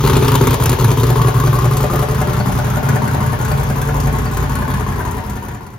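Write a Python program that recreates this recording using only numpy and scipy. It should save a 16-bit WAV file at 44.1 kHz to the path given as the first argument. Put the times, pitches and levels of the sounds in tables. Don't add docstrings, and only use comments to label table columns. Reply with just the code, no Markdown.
import sys
import numpy as np
from scipy import signal
from scipy.fft import rfft, irfft
from scipy.io import wavfile
from scipy.ndimage import uniform_filter1d

SR = 44100
rng = np.random.default_rng(int(sys.argv[2]) if len(sys.argv) > 2 else 0)


def transcribe(u):
    v = np.clip(np.atleast_2d(u).T, -1, 1)
    q = np.round(v * 32767).astype(np.int16)
    wavfile.write(sys.argv[1], SR, q)


N = 254898

FIRST_THROB_S, THROB_S = -.054, .0928
# pressure/dB, bark/dB, spit/dB, swing/dB (up in one throb, down in the next)
NEAR_CYLINDERS = [(7.7, 5, 6.1, 1.5), (8.4, -2, 6, -0.26), (5.3, 2.5, 4.1, -3.5), (7, -1, 4.8, 5.5)]
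# pressure/dB, bark/dB, spit/dB, swing/dB
FAR_CYLINDERS = [(-25, -1, 0, 1.4), (7, -6, -5, 0.93), (-18, -6, -5, 0.82), (-17, -12.5, -2.5, 0.19)]
# t/s, lag of the crank behind an even speed/s
CRANK_DELAY = [(-0.05, 0.0006), (0.22, -0.0022), (0.41, 0.0013), (1.06, 0.0068), (1.25, 0.0011),
               (1.43, 0.0056), (1.71, 0.0011), (2.17, 0.006), (2.54, 0.0069), (2.73, 0.0039),
               (3.01, 0.0099), (3.75, 0.0067), (4.86, -0.0016), (5.42, 0.0027), (5.51, -0.0026),
               (5.7, 0.0012)]
# t/s, change/dB
STUMBLE_EVENTS = [(0.572, -24), (0.764, -21), (0.949, -8), (1.135, -5), (1.323, -12), (1.69, 1), (1.88, -4),
                  (2.065, -9), (2.435, -4.5), (2.806, -13), (2.995, -7), (3.18, 2), (3.368, -11),
                  (3.555, 3), (4.03, 2), (4.292, -3), (4.66, -3), (5.219, -12)]
# t/s, distance from the pipe mouth/m
WALK = [(0, 0.75), (.35, 0.94), (.8, 1), (1.5, 1.41), (2.3, 1.79), (3.4, 2.09), (4.3, 2.13), (5.8, 2.41)]
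# t/s, level/dB
ROOM_SHARE = [(0, -3), (1.5, -2), (3, 2.5), (4.9, 1.5), (5.8, 1)]
# f/Hz, level per Hz/dB
JET_COLOUR = [(300, -12), (1200, 13), (2000, -3), (2400, 1.5), (3500, 2.5), (4600, -1), (5600, -6.5),
              (6200, 0), (8500, -0.5), (10500, 1.5), (12500, -3.5), (14500, -4), (16000, -15)]


def amp(db):
    return 10 ** (np.asarray(db) / 20)


def evened(x):
    return x / np.sqrt(np.mean(x ** 2) + 1e-20)


def read(points, hz):
    f, value = np.transpose(points)
    return np.interp(np.log(hz + 1), np.log(f + 1), value)


def along(rows, axis=1):
    rows = np.asarray(rows)
    return np.interp(np.arange(N) / SR, rows[:, 0], rows[:, axis])


def cut(x, hz, kind, order=2):
    return signal.sosfilt(signal.butter(order, hz, kind, fs=SR, output="sos"), x)


def colour(x, points):
    gain = amp(read(points, np.fft.rfftfreq(2 * N, 1 / SR)))
    return irfft(rfft(x, 2 * N) * gain)[..., :N]


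def ring(x, modes):
    out = np.zeros(N)
    for hz, width, db in modes:
        r = np.exp(-np.pi * width / SR)
        pole = r * np.exp(2j * np.pi * hz / SR)
        out += amp(db) * signal.lfilter([1 - r], [1, -pole], x + 1e-18).real
    return out


def resonate(x, hz, width):
    turn = np.exp(2j * np.pi * np.cumsum(hz * np.ones(N)) / SR)
    r = np.exp(-np.pi * width / SR)
    return 2 * (turn * signal.lfilter([1 - r], [1, -r], x / turn + 1e-18)).real


def bumps(t, events, width):
    return sum(db * np.exp(-((t - s) / width) ** 2) for s, db in events)


def burst(s, rise):
    u = np.clip((np.arange(N) / SR - s) / rise, 0, 30)
    return u ** 2 * np.exp(2 - 2 * u)


def heat(spread):
    step = SR // 25
    knots = np.arange(0, N + step, step)
    return np.interp(np.arange(N), knots, 1 + spread * rng.standard_normal(len(knots)))


def carried(level):
    near_db, per_doubling_db = level
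    return amp(near_db + per_doubling_db * np.log2(np.maximum(along(WALK), .1)))


def lope():
    slots = [0, 2, 3, 5, 1, 4, 6, 7]
    # t/s, bark change/dB, spit change/dB
    pops = [(.038, -1.5, -4), (.074, -4, 7.5), (.165, 1, 2.5), (.222, -1.5, -2), (.316, 3, 4.5),
            (.352, 2, 2.5), (.411, 2, -1.5), (.471, 4.5, 0.5), (.505, 1, 4), (.540, -1.5, 3),
            (.692, 1, 3.5), (.845, 1.5, 3), (1.03, 4, 0.5), (1.156, 1.5, -3.5), (1.246, 6, -4),
            (1.399, -0.5, 1), (1.437, 0.5, 0), (1.528, 1.5, 1.5), (1.586, -1.5, -1), (1.768, -2, 4),
            (1.804, 6, 6.5), (1.933, 7.5, 8.5), (1.992, 4, 8), (2.215, 1.5, 2.5), (2.33, 3, 0),
            (2.40, -1.5, -8), (2.516, -5, 0.5), (2.887, 2.5, 4), (3.018, 1, -1), (3.261, -1, -0.5),
            (3.481, 4.5, 6), (3.515, 0, 1.5), (3.815, -1.5, 2.5), (4.0, -3, 3.5), (4.069, 1.5, 1.5),
            (4.368, 3.5, 1.5), (4.552, 3, 1.5), (4.702, 1.5, 3), (4.737, 2.5, 1), (4.805, -1.5, -3),
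            (4.863, 2.5, -4), (4.921, 1, -0.5), (5.003, 8, 12), (5.108, -4, 0), (5.535, -16, 0)]
    cylinders = np.array(NEAR_CYLINDERS + FAR_CYLINDERS)
    turn = np.arange(int(N / SR / THROB_S) + 1)[:, None]
    even = FIRST_THROB_S + turn * THROB_S
    lag = np.interp(even, *np.transpose(CRANK_DELAY))
    times = even + lag + np.array(slots) * THROB_S / len(slots)
    pop_db = np.zeros(times.shape + (3,))
    for s, bark_db, spit_db in pops:
        miss = abs(times - s)
        pop_db[miss == miss.min()] = 0.091 * bark_db, bark_db, spit_db
    jitter_s, scatter_db = .0007, .8
    times = times + jitter_s * rng.standard_normal(times.shape)
    swing_db = -(-1) ** turn * cylinders[:, -1]
    burn_db = swing_db + scatter_db * rng.standard_normal(times.shape)
    return times, burn_db + bumps(times, STUMBLE_EVENTS, width=.014), pop_db


def firings(burns, axis, follow, scatter_db):
    times, burn_db, pop_db = burns
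    cylinders = np.array(NEAR_CYLINDERS + FAR_CYLINDERS)
    scatter = scatter_db * rng.standard_normal(burn_db.shape)
    size = amp(cylinders[:, axis] + follow * burn_db + pop_db[..., axis] + scatter)
    at = np.round(times * SR).astype(int)
    size = size * ((at >= 0) & (at < N))
    return np.array([np.bincount(a, s, N) for a, s in zip(at.T.clip(0, N - 1), size.T)])


def puffs(train, rise, fall):
    decay = signal.lfilter([1], [1, -np.exp(-1 / (fall * SR))], train + 1e-12)
    r = np.exp(-1 / (rise * SR))
    return signal.lfilter([1 - r], [1, -r], decay)


def boom(burns):
    # f/Hz, width/Hz, level/dB
    thump_modes = [(61, 14, 4)]
    # t/s, level/dB
    thump_db = [(0, -14.5), (.8, -19.5), (1.9, -19.5), (2.7, -22), (4.5, -22.5), (5.3, -22), (5.8, -25)]
    # f/Hz, width of one pass/Hz, level/dB
    hum_modes = [(87.7, 10.5, 0), (96.5, 25.5, 0)]
    # t/s, lower/dB, upper/dB
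    hum_db = [(0, -19, -46), (.7, -24, -20), (1.3, -26, -36), (2.4, -36, -67), (3.2, -23, -77),
              (4, -32, -30), (4.7, -33.5, -23), (5.8, -28, -30)]
    # f/Hz, width/Hz, level/dB
    boom_modes = [(115, 21, 14), (134.4, 29, 22.5)]
    # t/s, lower/dB, upper/dB
    drone_db = [(0, -17, -14.5), (.7, -13, -18), (1.3, -11, -15.5), (2, -20.5, -16), (2.6, -16, -19.5),
                (3.2, -19, -18.5), (3.9, -23, -18.5), (4.6, -24, -21), (5.8, -20.5, -27.5)]
    # t/s, share of the power/0-1
    drone_clean = [(0, 0.9), (.8, 0.5), (2.2, 0.82), (3.4, 0.67), (4.5, 0.33), (5.8, 0.1)]
    t = np.arange(N) / SR
    sag = amp(.9 * bumps(t - .012, STUMBLE_EVENTS, width=.017))

    push = puffs(firings(burns, axis=0, follow=.4, scatter_db=1.2).sum(0), rise=.0006, fall=.002)
    thump = cut(cut(ring(push, thump_modes), 41.0, "high", order=4), 64, "low", order=4)
    thump = garage(thump * sag, wet_db=-10) * amp(along(thump_db))

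    hum = np.zeros(N)
    for k, mode in enumerate(hum_modes):
        wave = cut(ring(ring(push, [mode]), [mode]), 166, "low")
        hum += evened(wave) * amp(along(hum_db, axis=k + 1))

    flow = puffs(firings(burns, axis=0, follow=0.54, scatter_db=3.35).sum(0), rise=0.00081, fall=0.0014)
    rung = cut(cut(ring(flow, boom_modes), 122.6, "high", order=4), 119.0, "low", order=3)
    lag_s_per_m = 0.0076
    sent = t - lag_s_per_m * (along(WALK) - 1)
    rung = garage(np.interp(sent, t, rung) * sag, wet_db=-17)
    lower = colour(rung, [(122, 0), (136, -20)])
    clean = np.clip(along(drone_clean), 0, 1)
    drone = 0
    for k, (part, note) in enumerate(zip([lower, rung - lower], beating(sent))):
        mixed = np.sqrt(1 - clean) * evened(part) + np.sqrt(clean) * note * sag
        drone = drone + evened(mixed) * amp(along(drone_db, axis=k + 1))
    return thump + hum * sag + drone


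def beating(t):
    orders = (11, 13)
    swell_after_s = 0.01694
    turns = (t - along(CRANK_DELAY) - FIRST_THROB_S - swell_after_s) / THROB_S
    sway, drift = heat(.12), heat(.3)
    return [np.sqrt(2) * sway * np.cos(2 * np.pi * order * turns + drift) for order in orders]


def bark(burns):
    # f/Hz, width/Hz, level/dB
    headers = [(1040, 130, 9.0), (1020, 680, 11), (700, 87, 17.5), (1090, 240, 1)] + [(840, 570, 7.5)] * 4
    # f/Hz, width/Hz, level/dB
    pipe_modes = [(161, 140, -20.5), (207.8, 32.6, 1), (260.3, 50, -6.5), (371.8, 25.7, -3),
                  (422.8, 55, 0.5), (561, 100, -1), (751, 76, -5), (879, 62, 2), (1004, 45, -4.5),
                  (1072, 79, -8.5), (1399, 54, -5.5), (1715, 310, -15)]
    # t/s, lower/dB, upper/dB
    body_db = [(0, 2, 2), (.7, -11.5, -1.5), (1.5, -5, 1.5), (2.6, 3.5, -3.5), (3.6, 1, -2.5),
               (4.6, -0.5, -2), (5.8, 1, 2)]
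    # level at 1 m/dB, change per doubling of distance/dB
    body_level = (-14.5, -7)
    # t/s, level/dB
    rasp_db = [(0, -21), (.8, -23), (1.3, -24.5), (1.8, -25), (2.4, -23), (3.4, -24), (4.4, -26),
               (5.2, -24.5), (5.8, -25.5)]
    collector = np.zeros(N)
    for train, header in zip(firings(burns, axis=1, follow=0.88, scatter_db=.7), headers):
        swirl = puffs(train, rise=.0004, fall=.006) * rng.standard_normal(N)
        blast = train + amp(-24) * swirl
        collector += blast + ring(blast, [header])
    collector = cut(collector, 5000, "low", order=1)
    waver = heat(.028)
    pipe = sum(amp(db) * resonate(collector, hz * waver, width) for hz, width, db in pipe_modes)

    body = cut(cut(pipe, 479, "low", order=7), 167, "high", order=4)
    upper = colour(body, [(290, -3), (370, 4.0)])
    body = evened(body + upper * (amp(-.7 * (along(ROOM_SHARE) + 5.0)) - 1))
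    body = body / np.sqrt(uniform_filter1d(body ** 2, size=SR))
    for k, hz in enumerate([200, 340]):
        band = colour(body, [(.65 * hz, -40), (.87 * hz, 0), (1.13 * hz, 0), (1.4 * hz, -40)])
        body = body + band * (amp(along(body_db, axis=k + 1)) - 1)

    rasp = cut(cut(pipe, 670, "high", order=4), 2470, "low", order=3)
    body = garage(body, wet_db=-7.0) * carried(body_level)
    return body + garage(rasp, wet_db=1.5) * amp(along(rasp_db))


def throat(burns):
    # t/s, f/Hz, level/dB
    wheel_well = [(0, 876, -24.5), (.6, 938, -31), (1.0, 995, -27.5), (1.25, 1115, -36.5), (1.6, 1133, -29),
                  (1.9, 1240, -38), (2.15, 1290, -34.5), (2.9, 1446, -36), (3.8, 1140, -47),
                  (4.3, 1060, -41), (4.75, 1066, -29.5), (5.3, 915, -29), (5.8, 1000, -32)]
    trains = firings(burns, axis=1, follow=.8, scatter_db=.5)
    blasts = trains[:len(NEAR_CYLINDERS)].sum(0)
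    hz = along(wheel_well) * heat(.035)
    note = resonate(resonate(blasts, hz, width=31), hz, width=90)
    return garage(cut(note, 670, "high"), wet_db=-9.0) * amp(along(wheel_well, axis=2))


def spit(burns):
    # t/s, treble level/dB
    beam = [(0, -1.5), (.7, 0.5), (1.5, 1.5), (3.3, 3), (4.5, 2.5), (5.8, 3)]
    # level at 1 m/dB, change per doubling of distance/dB
    spit_level = (-23, -8)
    blasts = firings(burns, axis=2, follow=1.0, scatter_db=.8).sum(0)
    flow = puffs(blasts, rise=0.002, fall=0.0069)
    shocks = (rng.random(N) < 1500 / SR) * rng.standard_normal(N)
    hiss = rng.standard_normal(N) + amp(-9) * evened(shocks)
    jet = colour(flow * hiss, JET_COLOUR)
    z = signal.stft(jet, nperseg=256)[2]
    eddies = uniform_filter1d(rng.standard_normal(z.shape), size=5, axis=0)
    eddies = evened(uniform_filter1d(eddies, size=8, axis=1))
    jet = signal.istft(z * amp(2.4 * eddies), nperseg=256)[1][:N]
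    dull = colour(jet, [(4000, 6.5), (5200, -4), (7000, -59)])
    beamed = dull + amp(along(beam)) * (jet - dull)
    return garage(beamed, wet_db=-9.0) * carried(spit_level)


def snarl(burns):
    snarl_hz = [1447, 1689]
    # t/s, level/dB
    snarl_db = [(0, -46), (.9, -36), (1.6, -33), (2.3, -36), (3.5, -34.5), (5.8, -34)]
    blasts = firings(burns, axis=1, follow=1.0, scatter_db=1)[2:4].sum(0)
    puff = puffs(blasts, rise=0.0019, fall=0.017) * rng.standard_normal(N)
    notes = sum(resonate(puff, hz * heat(.07), width=70) for hz in snarl_hz)
    voice = cut(cut(notes + amp(-6) * puff, 920, "high", order=4), 2100, "low", order=4)
    return garage(voice, wet_db=-4.5) * amp(along(snarl_db))


def knock(burns):
    # f/Hz, width/Hz, level before the filters/dB
    knock_modes = [(597, 15, 13.5), (748, 34, 5.5)]
    # t/s, level/dB
    knock_db = [(0, -66), (1.2, -33.5), (1.8, -29.5), (2.9, -29), (3.6, -33), (4.3, -37), (4.8, -39),
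                (5.2, -46), (5.8, -64)]
    third = firings(burns, axis=1, follow=.9, scatter_db=.4)[2]
    hollow = cut(cut(ring(third, knock_modes), 630, "high", order=3), 1010, "low", order=3)
    return garage(hollow, wet_db=-8.5) * amp(along(knock_db))


def hard_knocks():
    # t/s, f/Hz, level/dB
    knock_events = [(1.838, 595, -19), (2.018, 778, -21), (2.212, 747, -25), (2.765, 604, -28),
                    (2.955, 750, -20), (3.143, 590, -20), (3.883, 770, -25), (4.25, 614, -29),
                    (4.615, 750, -29), (4.80, 740, -26)]
    t, out = np.arange(N) / SR, np.zeros(N)
    for s, hz, db in knock_events:
        out += amp(db) * burst(s, rise=0.011) * np.sin(2 * np.pi * hz * (t - s))
    return garage(out, wet_db=-16) * np.std(out)


def pings():
    # t/s, f/Hz, level/dB
    ping_events = [(0.22, 945, -12), (.542, 1000, -15), (.598, 955, -7.5), (.879, 980, -29),
                   (.973, 970, -14), (1.157, 1026, -10), (1.196, 1090, -9), (1.214, 1110, -11),
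                   (1.248, 1104, -12.5), (1.269, 1080, -12.5), (1.286, 1130, -16), (1.340, 1070, -12.5),
                   (1.363, 1070, -16), (1.399, 1060, -10), (1.417, 1100, -19), (1.436, 1180, -14),
                   (1.48, 1180, -23), (1.529, 1070, -12), (1.5632, 1186, -15), (1.5843, 1080, -12.5),
                   (1.619, 1146, -13.5), (1.6412, 1090, -17), (1.709, 1060, -12), (1.73, 1080, -16),
                   (1.769, 1110, -14.5), (1.802, 1210, -16), (1.898, 1220, -13.5), (1.934, 1200, -22),
                   (1.953, 1210, -20), (1.9876, 1230, -22), (3.018, 990, -17), (4.702, 1056, -16),
                   (4.738, 1040, -21), (4.863, 1050, -25), (5.001, 1040, -31)]
    t, out = np.arange(N) / SR, np.zeros(N)
    for s, hz, db in ping_events:
        out += amp(db) * burst(s, rise=0.0036) * np.sin(2 * np.pi * hz * (t - s))
    out = out * (1 + 0.12 * evened(cut(rng.standard_normal(N), 420, "low")))
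    return garage(out, wet_db=-3) * np.std(out)


def rasps():
    # t/s, f/Hz, level/dB
    rasp_events = [(2.2156, 2100, -26), (2.2739, 1300, -26), (2.404, 1480, -20.5), (2.589, 1480, -21),
                   (2.665, 1590, -27), (2.7359, 1340, -22), (2.7568, 1420, -22), (2.889, 1686, -20),
                   (2.9601, 1776, -21), (3.234, 1470, -22), (3.33, 1780, -27), (3.445, 1477, -20.5),
                   (3.699, 1630, -31), (3.887, 1390, -23.5), (4.3697, 1470, -27), (4.623, 1700, -24),
                   (5.0017, 1550, -20)]
    t, out = np.arange(N) / SR, np.zeros(N)
    flutter = evened(cut(rng.standard_normal(N), 355, "low"))
    for s, hz, db in rasp_events:
        out += amp(db) * burst(s, rise=0.006) * np.sin(2 * np.pi * hz * (t - s) + 0.42 * flutter)
    return garage(out, wet_db=-16.5) * np.std(out)


def cracks():
    # t/s, level/dB
    crack_events = [(.131, -25.5), (.317, -17.5), (.354, -13), (.413, -20), (.470, -13.5), (.5055, -18),
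                    (.541, -15), (.6365, -15), (.658, -13.5), (.694, -15), (.716, -23), (.997, -28),
                    (1.066, -25)]
    jet = evened(cut(colour(rng.standard_normal(N), JET_COLOUR), 6200, "high"))
    out = jet * sum(amp(db) * burst(s, rise=.0024) for s, db in crack_events)
    return garage(out, wet_db=-15) * np.std(out)


def ticks():
    # t/s, f/Hz, level/dB
    tick_events = [(.135, 5850, -24), (.28, 5470, -23), (.355, 3030, -21), (.658, 5200, -24),
                   (.997, 3670, -25), (1.843, 2520, -29), (2.402, 4450, -27.5), (3.516, 4620, -29),
                   (4.263, 4570, -30)]
    decay_s, out = .012, np.zeros(N)
    for s, hz, db in tick_events:
        t = np.maximum(np.arange(N) / SR - s, 0)
        out += amp(db) * np.sin(2 * np.pi * hz * t) * np.exp(-t / decay_s)
    return out


def whir():
    # f/Hz, level per Hz/dB
    whir_colour = [(1200, -16), (2000, 1), (3200, 3), (4500, -2), (6500, 0), (8500, -27), (11000, -1),
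                   (16000, -9)]
    # t/s, level/dB
    whir_db = [(0, -31), (2, -35), (4, -40), (5.8, -40)]
    return garage(colour(rng.standard_normal(N), whir_colour), wet_db=-6.5) * amp(along(whir_db))


def garage(x, wet_db):
    # f/Hz, time to fall by 60 dB/s
    decay_times = [(60, 1), (250, 0.98), (1000, 0.31), (4000, 0.4), (15000, 0.0044)]
    count, size = 16, 16384
    hz, t = np.fft.rfftfreq(256, 1 / SR), np.arange(size // 128 + 1) * 128 / SR
    real, imag = rng.standard_normal((2, count, 2, len(hz), len(t)))
    decay = amp(-60 * t / read(decay_times, hz)[:, None])
    tails = signal.istft((real + 1j * imag) * decay, SR, nperseg=256)[1]
    tails = tails * (np.arange(size) > .005 * SR)
    step = N // (count - 1) + 1
    padded, room = np.pad(x, (step, 2 * step)), np.zeros((2, N + 3 * step + size))
    for k, tail in enumerate(tails):
        feed = padded[k * step:(k + 2) * step] * signal.windows.cosine(2 * step)
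        echo = signal.fftconvolve(feed[None], tail / np.linalg.norm(tail[0]), axes=1)
        room[:, k * step:k * step + echo.shape[1]] += echo
    wet = amp(along(ROOM_SHARE) + wet_db)
    return evened((x + wet * room[:, step:step + N]) / np.sqrt(1 + wet ** 2))


def scene():
    # t/s, level/dB
    fade = [(4.75, -2), (5.15, -4), (5.25, -5), (5.55, -10.5), (5.65, -14), (5.78, -18.5)]
    # f/Hz, level/dB
    width = [(50, -12), (130, -7), (300, -4), (1000, 1), (4000, 3), (6000, 0), (8000, -4), (12000, -7),
             (16000, -14)]
    # f/Hz, phase/radians
    lead = [(20, 0), (130, .05), (600, .45), (1300, .3), (3000, .9), (4900, .9), (6000, 1.5), (7000, 2.0),
            (8600, 3.14), (10000, 4.2), (11400, 4.75), (12500, 5.6), (13300, 6.23), (16000, 6.28)]
    # f/Hz, level/dB
    balance_db = [(50, .3), (125, 0), (250, 2), (500, 4), (1000, 5), (2000, 3.6), (4500, 4.5), (6500, 3),
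                  (8000, 0), (16000, 0)]
    burns = lope()
    exhaust = boom(burns) + bark(burns) + throat(burns) + spit(burns) + snarl(burns) + knock(burns)
    exhaust = exhaust + hard_knocks() + pings() + rasps() + cracks() + ticks() + whir()
    left, right = rfft(exhaust * amp(along(fade)), 2 * N)
    hz = np.fft.rfftfreq(2 * N, 1 / SR)
    mid = (left + right) / 2
    side = (left - right) / 2 * amp(read(width, hz))
    tilt = amp(read(balance_db, hz) / 2)
    left = (mid + side) * tilt
    right = (mid - side) / tilt * np.exp(-1j * read(lead, hz))
    return irfft([left, right])[:, :N]


def record(dry):
    rounded = dry / (1 + dry ** 6) ** (1 / 6)
    edge_hz = 16100
    lowpass = signal.firwin(511, edge_hz, window=("kaiser", 9), fs=SR)
    return signal.oaconvolve(rounded, lowpass[None], "same")


dry = scene()
out = record(dry)
transcribe(out)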